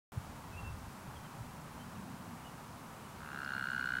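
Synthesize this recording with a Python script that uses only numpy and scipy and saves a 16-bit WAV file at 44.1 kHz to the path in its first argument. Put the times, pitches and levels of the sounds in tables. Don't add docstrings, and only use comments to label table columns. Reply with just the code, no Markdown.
import sys
import numpy as np
from scipy import signal
from scipy.fft import rfft, irfft
from scipy.io import wavfile

SR = 44100
rng = np.random.default_rng(int(sys.argv[2]) if len(sys.argv) > 2 else 0)


def materialize(psi):
    bounded = np.clip(np.atleast_2d(psi).T, -1, 1)
    quanta = np.round(bounded * 32767).astype(np.int16)
    wavfile.write(sys.argv[1], SR, quanta)


N = 176400
T = np.arange(N) / SR


def amp(db):
    return 10 ** (np.asarray(db) / 20)


def unit(x):
    return x / np.sqrt(np.mean(x ** 2) + 1e-20)


def curve(points, s):
    return np.interp(s, *np.transpose(points))


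def add(mix, start, sound):
    part = mix[max(round(start * SR), 0):][:len(sound)]
    part += sound[:len(part)]


def noise(spectrum):
    hz, db = np.transpose(spectrum)
    gain = amp(np.interp(np.log(np.fft.rfftfreq(N, 1 / SR) + 1), np.log(hz), db))
    return unit(irfft(rfft(rng.standard_normal(N)) * gain, N))


def drift(rate_hz):
    lowpass = np.exp(-(np.fft.rfftfreq(N, 1 / SR) / rate_hz) ** 2)
    return unit(irfft(rfft(rng.standard_normal(N)) * lowpass, N))


def arch(u):
    return np.maximum(np.sin(np.pi * np.clip(u, 0, 1)), 0)


def blip(centre, width, db, hz):
    t = T - centre
    return amp(db) * np.exp(-(t / width) ** 2) * np.cos(2 * np.pi * hz * t)


def resonate(x, hz, width_hz):
    r = np.exp(-np.pi * width_hz / SR)
    pole = r * np.exp(2j * np.pi * hz / SR)
    return 2 * signal.lfilter([(1 - r) ** 2], [1, -2 * pole, pole ** 2], x).real


def echo(x, t60_s):
    t = T[:SR]
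    tail = rng.standard_normal(SR) * amp(-60 * t / t60_s) * (t > .003)
    return np.std(x) * unit(signal.fftconvolve(x, tail)[:N])


# time in seconds, level in dB.
RUMBLE_LEVEL = [(.12, -54), (1.2, -53.5), (1.7, -53), (2.0, -47), (2.25, -50), (2.45, -54), (3.2, -53.5),
                (4, -52)]
# frequency in Hz, relative level in dB.
RUMBLE_SPECTRUM = [(30, -35), (70, -13), (110, -3), (155, 1.5), (195, -1.5), (240, -1), (300, -11),
                   (420, -24), (1000, -61)]
ROAR_SPECTRUM = [(100, -13), (300, -4), (480, -6.5), (700, -3.5), (950, -0.5), (1250, -3.5), (1600, -8.5),
                 (2000, -13.5), (2600, -16), (3600, -25), (8000, -40)]
HISS_SPECTRUM = [(100, -12.5), (3000, 0), (5000, -.5), (8000, -1), (11000, -3), (14000, -6), (16000, -6.5)]


def open_country():
    rumble = amp(curve(RUMBLE_LEVEL, T)) * noise(RUMBLE_SPECTRUM)
    roar = amp(-53 + .5 * drift(rate_hz=8.1)) * noise(ROAR_SPECTRUM)
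    hiss = amp(-61) * noise(HISS_SPECTRUM)
    return rumble + roar + hiss


# time in seconds, relative level in dB.
GUSTS = [(.12, -59), (.25, -57), (.33, -50.5), (.42, -62.5), (.52, -55), (.64, -55), (.73, -44.5),
         (.85, -55.5), (.98, -67), (1.09, -52.5), (1.3, -67), (1.42, -53.5), (1.62, -63), (1.75, -59),
         (1.9, -62), (3.1, -65.5), (3.19, -55), (3.27, -63), (4.0, -63)]
# frequency in Hz, relative level in dB.
WIND_SPECTRUM = [(10, -13), (25, -4.5), (45, -7), (70, 6.5), (100, 3.5), (150, -11.5), (300, -39),
                 (1000, -59)]
# centre and width in seconds, level in dB, pitch in Hz.
WIND_BUMPS = [(0.18, 0.0079, -29.5, 107), (.565, 0.0074, -40.5, 89), (.635, 0.0071, -36.5, 90),
              (.708, 0.0058, -39, 100), (.882, 0.0053, -36.5, 90), (1.081, 0.0058, -43, 111),
              (1.41, 0.013, -39, 114)]


def wind():
    buffeting = amp(1.5 + curve(GUSTS, T)) * noise(WIND_SPECTRUM)
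    return buffeting + sum(blip(*bump) for bump in WIND_BUMPS)


# start and length in seconds, level in dB,
# pitch in Hz, opening drop onto that pitch in Hz (negative rises).
BIRD_NOTES = [(0.518, .06, -54.5, 2585, -2), (0.563, 0.046, -50.5, 2716, 6), (0.629, 0.09, -50, 2688, 2),
              (1.155, 0.032, -57, 3130, 300), (1.241, 0.037, -60.5, 3040, 198),
              (1.785, .06, -59.5, 3100, -150), (1.952, 0.028, -61.5, 2540, 443), (2.36, .055, -65, 2300, 4),
              (2.432, 0.066, -56, 2870, 389), (3.04, 0.037, -64, 2870, 265)]


def birds():
    slide_s = .0131
    song, waver = np.zeros(N), drift(rate_hz=200)
    for start, length, db, hz, drop in BIRD_NOTES:
        t = np.arange(0, length, 1 / SR)
        wobble_hz = (.0044 * hz + .12 * abs(drop)) * waver[round(start * SR):][:len(t)]
        pitch = hz + drop * np.exp(-t / slide_s) + wobble_hz
        phase = 2 * np.pi * np.cumsum(pitch) / SR
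        add(song, start, amp(db) * arch(t / length) * np.sin(phase))
    return song + amp(-10) * echo(song, t60_s=.53)


# time in seconds, pulse peak in dB.
TOAD_EFFORT = [(3.2, -44), (3.225, -40), (3.3, -37), (3.35, -34.5), (3.43, -33), (3.5, -30.5), (3.72, -29),
               (4.0, -27.5)]
# frequency in Hz, relative level in dB.
RASP_SPECTRUM = [(400, -17), (900, 2.5), (1400, 5), (2000, 7), (2600, -0.5), (3500, -2), (4300, -13),
                 (4900, -10.5), (9000, -16.5), (16000, -43)]


def toad():
    start_s, period_s, slowing_s_per_pulse = 3.2056, .01388, .000044
    inflate_s, sag_hz_per_s, full_effort_db = .62, 19000, -26
    snap_s, snap_hz, overtone_fade_s = .0021, 4000, .0075
    voice, rasp_envelope, t = np.zeros(N), np.zeros(N), T[:SR // 50]
    for k in range(56):
        level_jitter, pitch_jitter, snap_jitter, time_jitter = rng.standard_normal(4)
        when = start_s + k * period_s + slowing_s_per_pulse * k ** 2 / 2
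        db = curve(TOAD_EFFORT, when) + .4 * level_jitter

        fill = 1 - np.exp(-(when - start_s) / inflate_s)
        length = np.interp(fill, [0, 1], [.0026, .0087])
        sac_hz = np.interp(fill, [0, 1], [1466, 1530]) * (1 + .0082 * pitch_jitter)
        overtone_hz = np.interp(fill, [0, 1], [2700, 3040])
        rise_s = .42 * length
        envelope = amp(db) * arch(np.interp(t, [0, rise_s, length], [0, .5, 1])) ** 1.2
        phase = 2 * np.pi * np.cumsum(sac_hz - sag_hz_per_s * (t - rise_s)) / SR

        push = amp(full_effort_db + .84 * (db - full_effort_db))
        snap_envelope = push * amp(snap_jitter) * arch(t / snap_s) ** 2
        snap = snap_envelope * np.sin(2 * np.pi * snap_hz * t)
        overtone_envelope = push * np.sqrt(arch(t / (1.56 * length))) * np.exp(-t / overtone_fade_s)
        overtone = overtone_envelope * np.sin(2 * np.pi * overtone_hz * t)

        third = envelope * np.sin(3 * phase)
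        ring = min(fill / .41, 1) * resonate(third, hz=4235, width_hz=147)

        pulse = envelope * np.sin(phase) + amp(-21) * snap + amp(-18) * overtone + amp(-10) * ring
        add(voice, when - rise_s + .00005 * time_jitter, pulse)
        add(rasp_envelope, when - rise_s, .45 * snap_envelope + .79 * envelope)
    voice += amp(-19) * rasp_envelope * noise(RASP_SPECTRUM)
    bank_echo = amp(-19) * echo(voice, t60_s=.04)
    field_echo = amp(-19.5) * echo(voice, t60_s=.4)
    return voice + bank_echo + field_echo


# centre in seconds, level in dB, pitch in Hz, width in seconds.
GRASS_TICKS = [(3.448, -43, 4900, 0.00056), (3.71, -47, 7700, .0003), (3.805, -48, 7500, .0003),
               (3.858, -48, 7600, 0.00032), (3.933, -48, 7200, .0002)]


def grass():
    return sum(blip(centre, width, db, hz) for centre, db, hz, width in GRASS_TICKS)


def scene():
    return (open_country() + wind() + birds() + toad() + grass())[None]


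def record(dry):
    opens_s, cutoff_hz = .12, 15850
    lowpass = signal.firwin(601, cutoff_hz, window=("kaiser", 9), fs=SR)
    return signal.oaconvolve(dry * (T >= opens_s), lowpass[None], "same")


dry = scene()
out = record(dry)
materialize(out)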